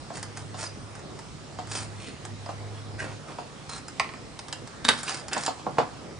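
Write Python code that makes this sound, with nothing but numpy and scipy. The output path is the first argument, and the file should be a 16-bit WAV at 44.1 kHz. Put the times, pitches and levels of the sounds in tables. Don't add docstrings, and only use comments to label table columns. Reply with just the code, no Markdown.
import sys
import numpy as np
from scipy import signal
from scipy.fft import rfft, irfft, next_fast_len
from scipy.io import wavfile
from scipy.ndimage import uniform_filter1d, map_coordinates

SR = 44100
rng = np.random.default_rng(int(sys.argv[2]) if len(sys.argv) > 2 else 0)


def transcribe(u):
    v = np.clip(np.atleast_2d(u).T, -1, 1)
    q = np.round(v * 32767).astype(np.int16)
    wavfile.write(sys.argv[1], SR, q)


N = 273106
HIT = SR // 2

# centre_hz, width_hz, level_db
EDGE_MODES = [(2700, 52, 4.5), (3095, 59, -2), (4425, 67, 0), (4980, 30, 13), (5455, 89, 3),
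              (7210, 140, 5.5), (7530, 130, -11), (7960, 420, 0.5), (8660, 74, -19)]


def amp(db):
    return 10 ** (np.asarray(db) / 20)


def unit(x):
    return x / np.sqrt(np.mean(x ** 2) + 1e-20)


def crest(x):
    return x / np.sqrt(uniform_filter1d(x ** 2, size=132).max() + 1e-20)


def along(points, hz):
    point_hz, value = np.transpose(points)
    return np.interp(np.log(hz + 1), np.log(point_hz + 1), value)


def wobble(rate, size=N):
    knots = rng.standard_normal(int(size * rate / SR) + 4)
    return map_coordinates(knots, [np.arange(size) * rate / SR])


def filtered(x, response):
    n = x.shape[-1]
    padded = next_fast_len(n + SR // 4)
    spectrum = rfft(x, padded) * response(np.fft.rfftfreq(padded, 1 / SR))
    return irfft(spectrum, padded)[..., :n]


def ring(x, modes, damping=1):
    def response(f):
        total = 0
        for k, (centre, width, db) in enumerate(modes):
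            loss = 1j * f * width * damping
            total = total + (-1) ** k * amp(db) * loss / (centre * centre - f * f + loss)
        return total
    return filtered(x, response)


def add(track, s, x):
    part = track[..., max(round(s * SR), 0):][..., :x.shape[-1]]
    part += x[..., :part.shape[-1]]


def contact(crumble, t60):
    t = np.arange(HIT) / SR
    flakes = rng.standard_normal(HIT) * amp(-60 * t / t60) * (1 - np.exp(-t / 0.0011))
    force = crumble * flakes / np.linalg.norm(flakes)
    force[SR // 1000] += 1
    return force


def diffuse(pair):
    # frequency_hz, side_over_mid (ratio)
    spread = [(100, 0.17), (400, 0.49), (1500, 0.72), (6000, 0.7)]

    def mid_side_gains(hz):
        ratio = along(spread, hz)
        return np.array([np.ones(len(hz)), ratio]) / np.hypot(1, ratio)
    mid, side = filtered(pair, mid_side_gains)
    return np.array([mid + side, mid - side])


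def tail(decay, delay):
    hz, t, z = signal.stft(diffuse(rng.standard_normal((2, HIT))), SR, nperseg=256)
    decaying = z * amp(-60 * t / along(decay, hz)[:, None])
    h = signal.istft(decaying, SR, nperseg=256)[1]
    h = h * (1 - np.exp(-(np.arange(h.shape[1]) / SR / delay) ** 2))
    return h / np.sqrt(np.sum(h ** 2) / 2)


def outdoors(x, deck_db, trees_db):
    # frequency_hz, t60_s
    deck = [(150, 0.29), (700, 0.16), (1600, 0.24), (3500, 0.19), (8000, 0.15)]
    # frequency_hz, t60_s
    trees = [(150, 0.24), (1500, 0.87), (8000, 0.55)]
    bounce_s, bounce_db = 0.0065, -11.5
    h = amp(deck_db) * tail(deck, delay=0.0018) + amp(trees_db) * tail(trees, delay=0.026)
    h[:, 0] += 1
    h[:, round(bounce_s * SR)] += amp(bounce_db)
    return signal.fftconvolve(x[None], h, axes=1)


def air():
    # frequency_hz, relative_density_db (per Hz)
    colour = [(20, -24), (60, -7), (145, -3.5), (175, -5.5), (283, -6.5), (450, -9), (750, -12),
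              (1000, -15.5), (1270, -14.5), (1560, -19), (3000, -23), (5200, -23.5), (6200, -26.5),
              (9700, -29), (10600, -45), (22000, -120)]
    level_db = -42
    z = signal.stft(rng.standard_normal((2, N)), nperseg=512)[2]
    field = rng.standard_normal(z.shape[1:])
    field = uniform_filter1d(field, size=6, axis=0)
    field = uniform_filter1d(field, size=20, axis=1)
    pair = signal.istft(z * amp(1.8 * unit(field)), nperseg=512)[1][:, :N]
    rush = filtered(diffuse(pair), lambda hz: amp(along(colour, hz)))
    return amp(level_db) * unit(rush)


def drone(hz, drift_hz, waver_db):
    phase = 2 * np.pi * np.cumsum(hz + drift_hz * wobble(13)) / SR
    return amp(waver_db * wobble(6.8)) * unit(np.sin(phase))


def motor():
    # start_s, end_s, level_db
    loads = [(0.103, 1.062, -45.5), (1.49, 2.087, -42), (2.19, 3.244, -40)]
    ramp_s, idle_db = 0.11, -56.5
    t = np.arange(N) / SR
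    load = np.zeros(N)
    for start, end, db in loads:
        load += amp(db) * np.clip(np.minimum(t - start, end - t) / ramp_s, 0, 1)
    low = np.maximum(load, amp(idle_db)) * drone(hz=103.6, drift_hz=0.86, waver_db=1.0)
    high = amp(-52.5) * drone(hz=143.2, drift_hz=2.23, waver_db=1.5)
    return low + high


def whine():
    # centre_hz, width_hz, level_db
    bands = [(5360, 40, 0), (5630, 40, -1)]
    level_db = -67.5
    return amp(level_db) * unit(ring(diffuse(rng.standard_normal((2, N))), bands))


def knocks():
    # start_s, level_db (loudest 3 ms of wood), edge_db (rim over wood), contact_cutoff_hz
    blows = [(0.102, -31.5, -21, 1710), (0.542, -35.5, -9.5, 1700), (1.586, -29, -14, 1390),
             (2.46, -35, -19, 1700), (2.489, -28, -19.5, 1360), (3.384, -28.5, -18, 1200),
             (5.365, -23, -13.5, 1300), (5.477, -21.5, -13.5, 1240), (5.594, -40.5, -10, 1690),
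             (5.664, -21.5, -33, 1140), (5.769, -35, -18, 1190), (5.7824, -11.5, -21, 1720)]
    # centre_hz, width_hz, level_db
    board = [(154, 110, -2), (270, 100, 3), (479, 71, 7.5), (634, 212, 6.5), (724, 63, 14.5), (852, 184, 7),
             (1088, 230, 5.5), (1263, 120, 2.5), (1605, 300, -5.5), (2420, 290, -8)]
    out = np.zeros((2, N))
    for s, db, edge_db, hard_hz in blows:
        wood = ring(contact(crumble=0.28, t60=0.072), board)
        wood = crest(filtered(wood, lambda f: 1 / (1 + 1j * f / hard_hz - (f / hard_hz) ** 2)))
        rim_modes = [(3020, 1260, 3.9), (4900, 680, 6.0), (6980, 530, 2.9)]
        rim = crest(ring(contact(crumble=4.2, t60=0.078), rim_modes))
        knock = amp(db) * (wood + amp(edge_db) * rim)
        add(out, s, outdoors(knock, deck_db=0.0, trees_db=-15.5))
    return out


def scrapes():
    # start_s, rise_s, fall_s, grit_db, hollow_db, hollow_hz, lip_db, lip_hz
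    strokes = [(0.126, 0.033, 0.05, -43.5, -44, 1360, -56, 4630),
               (0.35, 0.025, 0.07, -50, -46.5, 1370, -52, 5070),
               (0.564, 0.052, 0.063, -37.5, -38.5, 1380, -59, 4860),
               (0.63, 0.0097, 0.066, -49, -54, 1300, -42.5, 4930),
               (1.68, 0.064, 0.12, -37, -40, 1400, -44.5, 4930),
               (1.968, 0.058, 0.14, -51, -47, 2580, -58, 4400),
               (2.731, 0.037, 0.07, -63, -57, 2820, -57, 3315),
               (2.978, 0.017, 0.067, -45.5, -40.5, 2300, -39.5, 1564),
               (2.98, 0.023, 0.17, -74, -40.5, 400, -50, 1495),
               (3.272, 0.03, 0.035, -72, -39.5, 650, -66, 2600),
               (3.686, 0.017, 0.098, -42, -42, 1280, -44.5, 4160),
               (4.853, 0.042, 0.081, -38.5, -33.5, 1400, -69, 3830),
               (4.96, 0.037, 0.024, -41, -41.5, 1390, -44, 5020),
               (5.04, 0.041, 0.15, -38, -37.5, 1380, -43, 4910),
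               (5.069, 0.011, 0.037, -54, -32.5, 2870, -37, 3000),
               (5.313, 0.0035, 0.11, -44, -33, 1780, -43, 2000),
               (5.34, 0.1, 0.049, -38.5, -40, 1500, -53, 5300)]
    # centre_hz, width_hz, level_db
    rasp = [(5400, 3100, -4), (8920, 680, 1)]
    # multiple of lip_hz, width_hz, level_db
    lip_modes = [(1, 65, 6.5), (1.27, 69.5, -2.5), (1.9, 130, -8.5)]
    pressure_power = 0.96
    catch_db, catch_rate, slip_rate = 3, 302.0, 2400
    out, t = np.zeros((2, N)), np.arange(HIT) / SR
    for s, rise, fall, grit_db, hollow_db, hollow_hz, lip_db, lip_hz in strokes:
        ramp = np.interp(t, [0, rise, rise + fall], [0, 1, 0])
        pressure = np.sin(np.pi / 2 * ramp) ** pressure_power
        catching = amp(catch_db * wobble(catch_rate, size=HIT))
        slips = catching * rng.standard_normal(HIT) * (rng.random(HIT) < slip_rate / SR)
        grit = unit(unit(ring(slips, rasp)) + amp(-4.5) * unit(ring(slips, EDGE_MODES)))
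        hollow = unit(ring(slips, [(0.29 * hollow_hz, 550, -4), (hollow_hz, 800, 0)]))
        lip = unit(ring(slips, [(multiple * lip_hz, w, level) for multiple, w, level in lip_modes]))
        rub = amp(grit_db) * grit + amp(hollow_db) * hollow + amp(lip_db) * lip
        add(out, s, outdoors(pressure * rub, deck_db=-4.5, trees_db=-16.0))
    return out


def ticks():
    # start_s, level_db (before a common 3.5 dB cut), click_hz, click_width_hz
    contacts = [(0.171, -33.5, 7460, 2000), (0.228, -26, 8900, 3500), (0.372, -31, 5850, 2400),
                (0.952, -40, 5200, 3470), (0.993, -42.5, 6960, 1200), (1.1902, -37, 5500, 4000),
                (1.672, -39.5, 5440, 4000), (1.7395, -35.5, 7100, 5000), (1.808, -39, 7700, 900),
                (1.8235, -45, 8800, 3000), (2.251, -31.5, 4160, 2350), (2.4602, -40.5, 4800, 700),
                (3.692, -40.5, 5300, 1200), (3.781, -38.5, 7100, 1200), (3.882, -32, 6900, 1200),
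                (4.3907, -29, 4850, 1790), (4.483, -34.5, 4300, 2400), (4.5264, -23, 4230, 2000),
                (4.6737, -36.5, 6160, 2400), (5.0314, -24.5, 8600, 3500), (5.079, -28, 2930, 500),
                (5.2823, -30.5, 5630, 3500), (5.3315, -19, 5800, 2400), (5.3787, -24.5, 7260, 700),
                (5.4348, -27, 5340, 2000), (5.462, -20, 7140, 800), (5.464, -22, 3600, 2030)]
    cup_db, cup_at_db, cup_slope = -0.5, -37.5, -0.46
    out = np.zeros((2, N))
    for s, db, click_hz, width_hz in contacts:
        body_db = cup_db + cup_slope * (db - cup_at_db)
        snap = crest(ring(contact(crumble=4, t60=0.008), [(click_hz, width_hz, 0)]))
        force = contact(crumble=5.2, t60=0.03)
        modes = [(hz, w, level + rng.normal(0, 6.8)) for hz, w, level in EDGE_MODES]
        edge = crest(ring(force, modes, damping=2.3))
        cup = crest(ring(force, [(850, 280, 0.52), (1770, 620, -3.1)]))
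        tick = amp(db - 3.5) * (snap + amp(-5.5) * edge + amp(body_db) * cup)
        add(out, s, outdoors(tick, deck_db=-6, trees_db=-17))
    return out


def settling(count):
    rock_s, rock_db = 0.047, -20
    return [(0.001, 0)] + [((k + 1) * rock_s, rock_db) for k in range(count)]


def clacks():
    # start_s, level_db (loudest 3 ms of the hollow sound)
    landings = [(3.996, -17)]
    # centre_hz, width_hz, level_db
    piled_shell = [(560, 140, -9), (670, 32, 5), (866, 190, 2.5), (933, 87, 6), (1066, 80, 5),
                   (1235, 82, 2.5), (1310, 86, 1), (1600, 100, -16), (1827, 67, 3), (1910, 86, 2.5),
                   (1960, 140, 3), (2450, 350, -3), (2930, 250, -5.5)]
    out = np.zeros((2, N))
    for s, db in landings:
        for delay, step_db in settling(count=3):
            cup = crest(ring(contact(crumble=0.25, t60=0.015), piled_shell))
            snap = crest(ring(contact(crumble=3.2, t60=0.0041), [(4700, 630, 20), (8000, 2700, -45)]))
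            clack = amp(db + step_db) * (cup + amp(-5.5) * snap)
            add(out, s + delay, outdoors(clack, deck_db=-4.5, trees_db=-17.5))
    return out


def knife():
    # start_s, level_db (rms at the start), pitch_hz, t60_s
    pings = [(4.525, -49.5, 2810, 0.44)]
    out, t = np.zeros((2, N)), np.arange(HIT) / SR
    for s, db, hz, t60 in pings:
        ping = amp(db - 60 * t / t60) * unit(np.sin(2 * np.pi * hz * t))
        add(out, s, outdoors(ping, deck_db=-15, trees_db=-24))
    return out


def cracks():
    # start_s, level_db (loudest 3 ms of the shell), thump_db (table over shell)
    breaks = [(4.8487, -19.5, -10), (4.8869, -8, -18.5)]
    # centre_hz, width_hz, level_db
    held_shell = [(494, 83, -7), (880, 82, -1), (1170, 130, -3.5), (1337, 53, -1.5), (1526, 42, 3),
                  (1750, 76, 0.5), (2140, 81, -10), (2520, 430, -10.5), (3030, 95, -1.5), (3470, 62, -0.5),
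                  (3765, 64, 7.5), (4560, 116, 0), (5000, 140, -6), (5500, 1100, -13), (7500, 160, -13)]
    splinter_s, splinter_db = 0.0044, -12.5
    out = np.zeros((2, N))
    for s, db, thump_db in breaks:
        for delay, step_db in [(-splinter_s, splinter_db), (0, 0)]:
            shell = crest(ring(contact(crumble=.2, t60=0.015), held_shell))
            crunch_modes = [(1670, 870, -1.5), (3770, 1800, -11.5), (8500, 12000, -13)]
            crunch = crest(ring(contact(crumble=4.0, t60=0.033), crunch_modes))
            table = crest(ring(contact(crumble=.2, t60=0.023), [(239.5, 18, 1.5), (297, 18, -6)]))
            crack = amp(db + step_db) * (shell + amp(-5.5) * crunch + amp(thump_db) * table)
            add(out, s + delay, outdoors(crack, deck_db=-6, trees_db=-20.0))
    return out


def scene():
    background = air() + motor() + whine()
    return background + knocks() + scrapes() + ticks() + clacks() + knife() + cracks()


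def record(dry):
    # frequency_hz, left_lead_rad
    ports = [(100, -0.98), (700, -0.58), (2500, -0.66), (9000, -0.55)]
    # frequency_hz, left_minus_right_db
    lean = [(60, 1), (170, -4.5), (350, 0), (700, -2), (1500, -1.5), (5000, -2.5), (10000, -0.6)]
    top_hz, ceiling = 11900, .93
    sides = np.array([[.5], [-.5]])

    def port_response(hz):
        return amp(sides * along(lean, hz)) * np.exp(1j * sides * along(ports, hz))

    def treble_response(hz):
        return (hz < top_hz) * amp(along([(9500, -1.0), (10500, -8.5), (11900, -40.5)], hz))
    heard = filtered(dry, port_response)
    rounded = heard / (1 + (heard / ceiling) ** 8) ** (1 / 8)
    return filtered(rounded, treble_response)


dry = scene()
out = record(dry)
transcribe(out)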